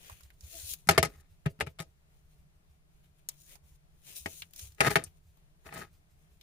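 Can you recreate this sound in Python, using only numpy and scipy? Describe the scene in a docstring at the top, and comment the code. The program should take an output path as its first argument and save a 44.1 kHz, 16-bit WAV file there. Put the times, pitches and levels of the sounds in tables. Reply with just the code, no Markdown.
"""Wooden beads drop, bounce and slide in a thin metal tin on a table, close to a stereo microphone.
Each blow rings the bead and the tin's modes over a dense metallic wash; slides are many tiny blows.
Beads click in the hands as coloured noise bursts, and the cord rasps through their holes as grainy noise.
The cord hums briefly on two sines; the table rumbles on slow sines and noise; a quiet room hums."""
import sys
import numpy as np
from scipy import signal
from scipy.fft import rfft, irfft, next_fast_len
from scipy.io import wavfile
from scipy.ndimage import uniform_filter1d, map_coordinates

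SR = 44100
rng = np.random.default_rng(int(sys.argv[2]) if len(sys.argv) > 2 else 0)


def master_out(mix):
    """Clip the mix to full scale and print it as 16-bit PCM to the path in sys.argv[1]."""
    frames = np.transpose(np.atleast_2d(mix))
    ceiling = np.clip(frames, -1, 1)
    pcm = np.round(ceiling * 32767).astype(np.int16)
    wavfile.write(sys.argv[1], SR, pcm)


def magnitude_from_level(level_db):
    """Linear magnitude for a level in decibels (20 dB per decade)."""
    exponent = np.asarray(level_db, float) / 20
    return 10 ** exponent


N = 283122  # length in samples

# Beads striking the tin. Each row: start in seconds, relative level in dB, thud tilt in dB,
# treble tilt in dB, ring of the bead in Hz.
BLOWS = [(.872, -43, 2, -7, 2000), (0.8887, -6, -22, -17.5, 1510), (.894, -12.5, -15.5, -22, 2370),
         (.909, -16.5, -15.5, -15.5, 1765), (.978, -5.5, -14, -21, 2200), (.986, -16, -11, -21.5, 1560),
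         (1.0279, -12.5, -18, -14.5, 2104), (1.035, -21.5, -18, -29, 1490), (1.049, -25, -7.5, -13.5, 2130),
         (1.4567, -36, -9.5, -22, 1790), (1.4597, -24, 1.5, -28, 1750), (1.59, -50, 5.5, -24, 1282),
         (1.601, -32, -31, -17, 1375), (1.608, -15, -20, -25, 2040), (1.617, -29, -5.5, -22.5, 1298),
         (1.665, -41.5, -1, -16.5, 2200), (1.67, -32, -5.5, -26, 2160), (1.787, -41, -25.5, -16, 2310),
         (1.792, -31, -32, -20.5, 3500), (1.801, -31.5, -9, -13.5, 1920), (1.82, -42.5, -9.5, -11.5, 2007),
         (4.259, -23.5, -13, -21, 1830), (4.783, -45.5, -32.5, -27, 2310), (4.8054, -9.5, -19, -18.5, 2405),
         (4.813, -12, -21, -29.5, 1860), (4.905, -28, -8.5, -10.5, 1260), (4.9565, -8.5, -24, -23, 2090),
         (4.962, -13.5, -19, -24.5, 2220), (5.039, -49.5, -2.5, 5.5, 8730), (5.659, -51, -7, -17, 2820),
         (5.689, -41, -18, -40, 1277), (5.724, -32, -33, -29, 1420)]
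# Modes of the tin. Each row: frequency in Hz, least width in Hz, relative level in dB.
TIN_MODES = [(81.6, 15, -6.5), (104, 51, -7), (152.6, 40, -1), (337, 12, -16), (400, 27, -3), (655, 18, -5),
             (813, 50, -4), (890, 12, -20), (1261.4, 32, -4.5), (1430, 32, -18), (1680, 60, -13),
             (1805.4, 26, -10.5), (1960, 230, -7), (1990, 70, -14), (2200, 71, -12.5), (2590, 45, -18.5),
             (2810, 70, -17), (3140, 75, -16.5), (3680, 97, -13.5), (4210, 80, -14), (4900, 40, -12.5),
             (5600, 90, -20), (6750, 27, -23), (7100, 270, -29)]
# Dense unresolved modes of the sheet. Each row: frequency in Hz, relative level in dB per Hz.
SHEET_COLOUR = [(200, -33), (400, -6), (700, -19.5), (1250, -12.5), (2320, -12), (3500, -23.5), (6000, -23),
                (11000, -22), (16000, -33.5)]
# Ring time of the sheet when undamped. Each row: frequency in Hz, time to fall 60 dB in seconds.
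SHEET_T60 = [(400, 0.2), (1200, 0.043), (3000, 0.1), (5000, 0.11), (14000, 0.014)]
# Left-right likeness of the close sounds. Each row: frequency in Hz, correlation from -1 to 1.
CLOSE_LIKENESS = [(60, 0.97), (180, 0.95), (300, .8), (550, -0.2), (1650, -0.16), (4970, -0.1),
                  (15000, -0.4)]
# Stereo balance of the tin and the clicks. Each row: frequency in Hz, left over right in dB.
TIN_BALANCE = [(60, -1.5), (130, 1.5), (290, 0), (640, 3.5), (1410, 5.5), (3100, 5), (6820, 0.5),
               (15000, 21)]
# Beads sliding over the tin floor. Each row: peak time in seconds, level in dB,
# rise and fall in seconds over 20 dB.
SLIDES = [(.915, -35, .01, 0.055), (.966, -43, .03, 0.019), (1.06, -48, .01, 0.054), (1.15, -65, .1, 0.14),
          (4.83, -32.5, .015, 0.056), (4.875, -24, 0.054, 0.026), (4.915, -31, 0.021, 0.036),
          (4.985, -41, 0.012, 0.062), (5.665, -52, 0.018, 0.045), (5.74, -52, 0.061, 0.06),
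          (5.77, -43.5, 0.04, 0.064), (5.82, -47.5, 0.033, 0.057)]
# Wood on wood in the hands. Each row: start in seconds, relative level in dB, ring in Hz,
# treble tilt in dB, pan in dB (8 adds no shift, more leans left).
CLICKS = [(0.097, -29, 800, -18.5, 0), (0.119, -42, 1470, -40, 10), (0.2078, -47.5, 1180, -5.5, 1),
          (0.2338, -56, 6700, 4, -6), (0.3034, -43, 1900, -17, 1), (0.408, -47.5, 6600, -4.5, -5),
          (0.7361, -35, 5530, 1.5, 8), (3.2878, -21.5, 6440, -30, 12), (3.2954, -43.5, 4840, -14, -10),
          (3.555, -42.5, 800, -6, -6.5), (4.4204, -22.5, 2700, -34, 7), (4.5086, -58, 9000, -6, 7),
          (4.5351, -49, 3940, 0.5, 6), (4.5613, -41.5, 5420, -7, 5), (4.593, -44.5, 7060, 5, -5),
          (4.7209, -58, 4010, 2, 1), (4.7473, -57.5, 8030, -5, -2), (5.3717, -51, 698, -13, 7),
          (6.4114, -42, 3410, -23, 9)]
# Cord and fingers rubbing on wood. Each row: peak time in seconds, level in dB,
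# rise and fall in seconds over 20 dB, relative level of the low mids in dB.
RUBS = [(.052, -56.5, 0.13, 0.242, -5.5), (.44, -63, 0.024, 0.18, -7), (.6, -43.5, 0.16, 0.19, -16),
        (.725, -40.5, 0.16, 0.036, -24.5), (1.162, -66, 0.1364, 0.011, -11.5),
        (1.21, -65.5, .03, 0.013, -18), (3.046, -75, .03, 0.046, 0.5), (3.19, -74, .02, .04, -5.5),
        (3.31, -65, 0.0097, .1, -7), (3.42, -62.5, 0.096, 0.15, -22), (3.53, -53, 0.095, 0.049, -8.5),
        (3.68, -66.5, .05, 0.078, -12), (3.755, -68, 0.027, .02, -14), (4.09, -51, 0.065, 0.34, -11),
        (4.166, -41.5, 0.019, 0.044, -23), (4.2, -52, 0.054, 0.108, -33), (4.32, -48.5, 0.11, 0.13, -17.5),
        (4.4, -50, 0.094, .04, -25), (4.6, -46.5, 0.062, 0.12, -17), (4.68, -56, 0.11, 0.021, -20),
        (4.875, -38, 0.072, .03, -13), (4.907, -39, 0.0073, 0.06, -26.5), (5.07, -66, 0.021, 0.025, 0.5),
        (5.174, -74, .04, 0.026, -12), (5.37, -77.5, 0.11, 0.1476, -3.5), (5.668, -58, 0.02245, .05, -30),
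        (5.742, -46.5, 0.00965, 0.021, -25), (5.78, -50, 0.027, 0.076, -25.5), (6.196, -77, .05, 0.14, -8)]
# Colour of the rasp. Each row: frequency in Hz, relative level in dB per Hz.
RASP_COLOUR = [(1470, -44), (2500, -12.5), (3690, -8.5), (4080, -6), (4840, -10), (7020, -1), (7770, -14),
               (8080, -5), (10600, -6.5), (11600, -11.5), (14100, -15.5), (15000, -11.5), (16000, -11)]
# Colour of the rasp's low mids. Each row: frequency in Hz, relative level in dB per Hz.
LOW_RASP_COLOUR = [(250, -10), (500, 2), (1000, -10), (2500, 3), (3500, 0.5), (5000, -16)]
# Stereo balance of the rubbing. Each row: frequency in Hz, left over right in dB.
RUB_BALANCE = [(60, 20), (130, -8.5), (290, -8.5), (640, 7.5), (1410, 8.5), (3100, 1), (6820, 0.5),
               (15000, 23)]
# Taut cord humming as it runs through the bead. Each row: peak time in seconds, relative level in dB,
# rise and fall in seconds over 20 dB, frequency of the octave in Hz.
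CORD_HUMS = [(.553, -54, 0.024, .035, 655)]
# Arms and beads nudging the table top. Each row: peak time in seconds, relative level in dB,
# fall in seconds over 20 dB, centre of the sway in Hz.
NUDGES = [(.122, -44, .04, 68), (.25, -50, .05, 68), (.34, -57, .04, 50), (.44, -47, .045, 76),
          (.56, -56, .08, 62), (.65, -53, .08, 64), (.725, -53, .04, 62), (1.1, -49, .04, 55),
          (1.18, -52, .05, 79), (1.314, -58, .05, 90), (1.505, -47, .03, 100), (1.7, -52, .04, 78),
          (1.88, -64, .1, 72), (2.25, -66, .05, 66), (2.39, -61, .07, 62), (2.56, -65, .04, 75),
          (2.71, -62, .05, 75), (3.42, -66, .05, 73), (3.49, -66, .06, 80), (3.645, -57, .04, 72),
          (3.725, -57, .06, 68), (4.13, -62, .06, 68), (4.22, -59, .06, 68), (4.36, -64, .05, 97),
          (4.43, -63, .06, 98), (4.64, -49, .07, 68), (4.71, -55, .05, 70), (5.07, -53, .05, 80),
          (5.7, -57, .06, 72), (5.94, -55, .07, 75), (6.115, -59, .06, 75)]
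# Colour of the table rumble. Each row: frequency in Hz, relative level in dB per Hz.
RUMBLE_COLOUR = [(45, -31), (55, -6.5), (66, 0), (80, 1.5), (98, -4), (115, -12.5), (135, -40)]
# Colour of the quiet room. Each row: frequency in Hz, relative level in dB per Hz.
ROOM_COLOUR = [(12, -29), (20, 4), (81, -8), (113, -25.5), (130, -8), (150, 0), (216, -25), (434, -21),
               (542, -31), (590, -21.5), (897, -28.5), (2080, -30.5), (6360, -37.5), (10800, -36),
               (16000, -39.5)]
# Left-right likeness of the room. Each row: frequency in Hz, correlation from -1 to 1.
ROOM_LIKENESS = [(60, 0.21), (180, 0.96), (550, 0.19), (1650, -0.46), (4970, -0.23), (15000, -1)]
# Stereo balance of the room. Each row: frequency in Hz, left over right in dB.
ROOM_BALANCE = [(60, 0), (180, 0.5), (550, 4.5), (1650, 3), (4970, 0), (15000, 6)]
# Top end of the microphone path. Each row: frequency in Hz, gain in dB.
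MIC_TOP = [(15300, 0.5), (15900, -28), (16600, -42)]

REBOUND_S = 0.0095  # a next blow within this time chokes the ring
CHOKED, FREE = 0.78, 1  # factors on the ring time
FIDGET_DB, FIDGET_SWING_DB, FIDGET_LOW_DB = -85, 4, -8.5  # fingers never quite rest
TREMOR_DB, TREMOR_SWING_DB, TREMOR_HZ = -76, 6.5, 67.1  # resting arms keep the table trembling


def unit(x):
    """Scales a signal to rms 1."""
    return x / np.sqrt(np.mean(x ** 2) + 1e-20)


def along(points, hz):
    """Reads (Hz, value) points on a log frequency axis."""
    f, v = np.transpose(points)
    return np.interp(np.log(hz + 1), np.log(f + 1), v)


def wobble(rate):
    """A smooth random curve with rate knots a second."""
    knots = rng.standard_normal(int(N * rate / SR) + 4)
    return map_coordinates(knots, [np.arange(N) * rate / SR])


def strokes(rows, rest_db=-150, rest=0):
    """Size of overlapping strokes over a resting level; a fifth column follows the loudest stroke."""
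    t = np.arange(N) / SR
    power = magnitude_from_level(2 * rest_db) + 0 * t
    weighted = power * rest
    for s, db, rise, fall, *value in rows:
        away = np.abs(t - s) / np.where(t < s, rise, fall)
        one = magnitude_from_level(2 * db - 40 * away ** 1.5)  # between a pointed and a round peak
        power = power + one
        weighted = weighted + one * sum(value)
    return np.sqrt(power), weighted / power


def stereo(z, hz, likeness, balance):
    """Turns two unrelated spectra into left and right of the given likeness and balance."""
    turn = np.arccos(np.clip(along(likeness, hz), -1, 1))[:, None] / 2
    half = magnitude_from_level(along(balance, hz) / 2)[:, None]
    mid, side = np.cos(turn) * z[0], np.sin(turn) * z[1]
    return np.array([(mid + side) * half, (mid - side) / half])


def rush(colour, likeness, balance, patchy_db):
    """Stereo noise with patches of random gain; the mean of both sides has rms 1."""
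    hz, _, z = signal.stft(rng.standard_normal((2, N)), SR, nperseg=2048)
    patches = uniform_filter1d(rng.standard_normal(z.shape[1:]), size=20, axis=0)
    patches = uniform_filter1d(patches, size=3, axis=1)
    gain_db = patchy_db * unit(patches) + along(colour, hz)[:, None]
    z = stereo(z * magnitude_from_level(gain_db), hz, likeness, balance)
    pair = signal.istft(z, SR, nperseg=2048)[1][:, :N]
    return pair / np.std(pair.mean(0))


def burst(colour, t60, length):
    """Stereo noise in which each frequency dies at its own speed."""
    hz, t, z = signal.stft(rng.standard_normal((2, length)), SR, nperseg=256, noverlap=224)
    gain_db = colour(hz)[:, None] - 60 * t / t60(hz)[:, None]
    z = stereo(z * magnitude_from_level(gain_db), hz, CLOSE_LIKENESS, TIN_BALANCE)
    return signal.istft(z, SR, nperseg=256, noverlap=224)[1][:, :length]


def add(track, s, sound):
    """Mixes a sound in at time s."""
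    track[:, round(s * SR):][:, :sound.shape[1]] += sound


def strike(thud_db, treble_db, decay, bead_hz, wash_db):
    """One contact rings the bead and the tin's modes at new strengths over the wash of the sheet."""
    t = np.arange(SR // 4) / SR

    def tilt(hz):
        return along([(180, thud_db + 18), (350, 0.00086), (3000, 0.0018), (5500, treble_db + 19)], hz)

    bead_mode = (bead_hz, 220, -1)  # one broad, short mode
    hz, width, db = np.transpose(TIN_MODES + [bead_mode])[:, :, None]
    width = np.maximum(width, hz / 45)  # the beads lying on the sheet damp its high modes
    draw = rng.standard_normal((len(hz), 3))
    # strength and sign of each mode depend on the spot hit
    spot = magnitude_from_level(3 * draw[:, :1]) * np.sign(draw[:, 2:])
    size = spot * magnitude_from_level(db + tilt(hz)) * np.sqrt(width / 50)
    build_up = 1 - np.exp(-t * hz / 0.3)  # slower for low modes
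    dying = np.exp(-np.pi * width * t / decay) * build_up
    # each mode reaches left and right in another phase
    phase = 0.78 * np.arccos(np.clip(along(CLOSE_LIKENESS, hz), -1, 1)) * draw[:, 1:2]
    half = magnitude_from_level(along(TIN_BALANCE, hz) / 2)
    left = (size * dying * half * np.sin(2 * np.pi * hz * t)).sum(0)
    right = (size * dying / half * np.sin(2 * np.pi * hz * t + phase)).sum(0)
    wash = burst(lambda f: along(SHEET_COLOUR, f) + tilt(f), lambda f: decay * along(SHEET_T60, f), len(t))
    crack = 1 + 1.7 * magnitude_from_level(-60 * t / 0.037)  # lifts the first milliseconds
    wash = wash * (1 - np.exp(-t / 0.00075)) * crack
    return magnitude_from_level(-8.5) * np.array([left, right]) + magnitude_from_level(wash_db) * wash


def blows():
    """Beads fall, bounce and knock in the tin; each lands on an edge and rocks through quick contacts."""
    out = np.zeros((2, N + SR))
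    gaps = np.diff([row[0] for row in BLOWS] + [np.inf])
    for (s, db, thud_db, treble_db, bead_hz), gap in zip(BLOWS, gaps):
        decay = CHOKED if gap < REBOUND_S else FREE
        sound = magnitude_from_level(db - 2) * strike(thud_db, treble_db, decay, bead_hz, wash_db=7.5)
        add(out, s, sound)
        for late, size in rng.random((4, 2)):
            add(out, s + 0.0005 + 0.007 * late, 0.53 * size * sound)
    return out[:, :N]


def slides():
    """A sliding bead chatters: dense tiny contacts of uneven size shake the tin, damped by its weight."""
    size, _ = strokes(SLIDES)
    places_hz = (800, 1280, 1600, 1900, 2391, 1190)  # ring of the bead at six places on the tin floor
    happens = rng.random((6, N)) < 300 / SR  # about 300 contacts a second at each place
    contacts = happens * rng.standard_normal((6, N))
    contacts = contacts * magnitude_from_level(4 * np.array([wobble(40) for _ in places_hz]))
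    shaken = np.zeros((2, N))
    for hits, hz in zip(contacts, places_hz):
        spot = strike(-15, -21.5, 0.76, hz, wash_db=1.5)
        shaken += signal.fftconvolve(hits[None], spot, axes=1)[:, :N]
    return size * shaken / np.std(shaken.mean(0))


def clicks():
    """Hard wood on hard wood: a sharp tick, a broad short ring and a dull knock."""
    out, t = np.zeros((2, N + SR)), np.arange(4096) / SR
    for s, db, ring_hz, treble_db, pan_db in CLICKS:
        def colour(f):
            ring = magnitude_from_level(3) * f / ring_hz / (1 + ((f - ring_hz) / (0.35 * ring_hz)) ** 2)
            tick = magnitude_from_level(treble_db + 5) * f ** 2 / (f ** 2 + 2500 ** 2)
            knock = magnitude_from_level(-18) / (1 + ((f - 700) / 400) ** 2)
            return 20 * np.log10(ring + tick + knock)

        tap = burst(colour, lambda f: along([(1000, 0.084), (8000, 0.036)], f), len(t))
        tap = tap * (1 + 0.71 * magnitude_from_level(-60 * t / 0.03))  # a harder onset
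        pan = (pan_db - 8) / 2 * np.array([[1], [-1]])
        add(out, s, magnitude_from_level(db - 9 + pan) * tap)
    return out[:, :N]


def rubbing():
    """Cord fibres catch and slip in the bead hole: a grainy hiss with an uneven pull."""
    fidget_db = FIDGET_DB + FIDGET_SWING_DB * wobble(12)
    size, low_db = strokes(RUBS, fidget_db, FIDGET_LOW_DB)
    grain = magnitude_from_level(1.2 * wobble(25) + 1.6 * wobble(400))
    high = rush(RASP_COLOUR, CLOSE_LIKENESS, RUB_BALANCE, patchy_db=2)
    low = rush(LOW_RASP_COLOUR, CLOSE_LIKENESS, RUB_BALANCE, patchy_db=2)
    return size * grain * (magnitude_from_level(-1.67) * high + magnitude_from_level(low_db) * low)


def cord():
    """The taut cord gives a rough little hum with its fundamental an octave below."""
    size, hz = strokes(CORD_HUMS, rest=CORD_HUMS[0][4])
    phase = 2 * np.pi * np.cumsum(hz * (1 + 0.02 * wobble(76.4))) / SR
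    hum = np.sin(phase) + magnitude_from_level(-8.5) * np.sin(phase / 2)
    return size * hum * magnitude_from_level([[3.5], [-0.5]])


def table():
    """Arms and cord shake the table top; it sways at whichever low mode they stir."""
    rows = [(s, db, 0.6 * fall, fall, hz) for s, db, fall, hz in NUDGES]  # the rise is quicker
    size, hz = strokes(rows, TREMOR_DB + TREMOR_SWING_DB * wobble(16), TREMOR_HZ)
    phase = 2 * np.pi * np.cumsum(hz * (1 + 0.075 * wobble(5.6))) / SR
    sway = np.sqrt(2) * np.sin(phase) * magnitude_from_level([[-0.5], [0.5]])
    rumble = rush(RUMBLE_COLOUR, [(30, 0.97), (100, 0.99)], [(30, -1.8), (100, -0.6)], patchy_db=2)
    return size * (magnitude_from_level(-2.5) * sway + magnitude_from_level(-4) * rumble)


def room():
    """Faint hum of the room and hiss of the microphone, as one coloured noise of drifting level."""
    level_db = -66 + 0.86 * wobble(9.7)
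    return magnitude_from_level(level_db) * rush(ROOM_COLOUR, ROOM_LIKENESS, ROOM_BALANCE, patchy_db=0.46)


def scene():
    """Everything on and above the table; the small tin radiates no deep bass."""
    bass_cut = signal.butter(2, 58, "high", fs=SR, output="sos")
    tin = signal.sosfilt(bass_cut, blows() + slides())
    return tin + clicks() + rubbing() + cord() + table() + room()


def band_limit(x):
    """A steep low-pass at the top of the band."""
    return signal.sosfilt(signal.butter(12, 16840, fs=SR, output="sos"), x)


def record(dry):
    """The microphone path lets the treble fall away steeply at the top."""
    m = next_fast_len(N + 8192)
    gain = magnitude_from_level(along(MIC_TOP, np.fft.rfftfreq(m, 1 / SR)))
    heard = irfft(rfft(dry, m) * gain, m)[:, :N]
    return band_limit(heard)


dry = scene()
out = record(dry)
master_out(out)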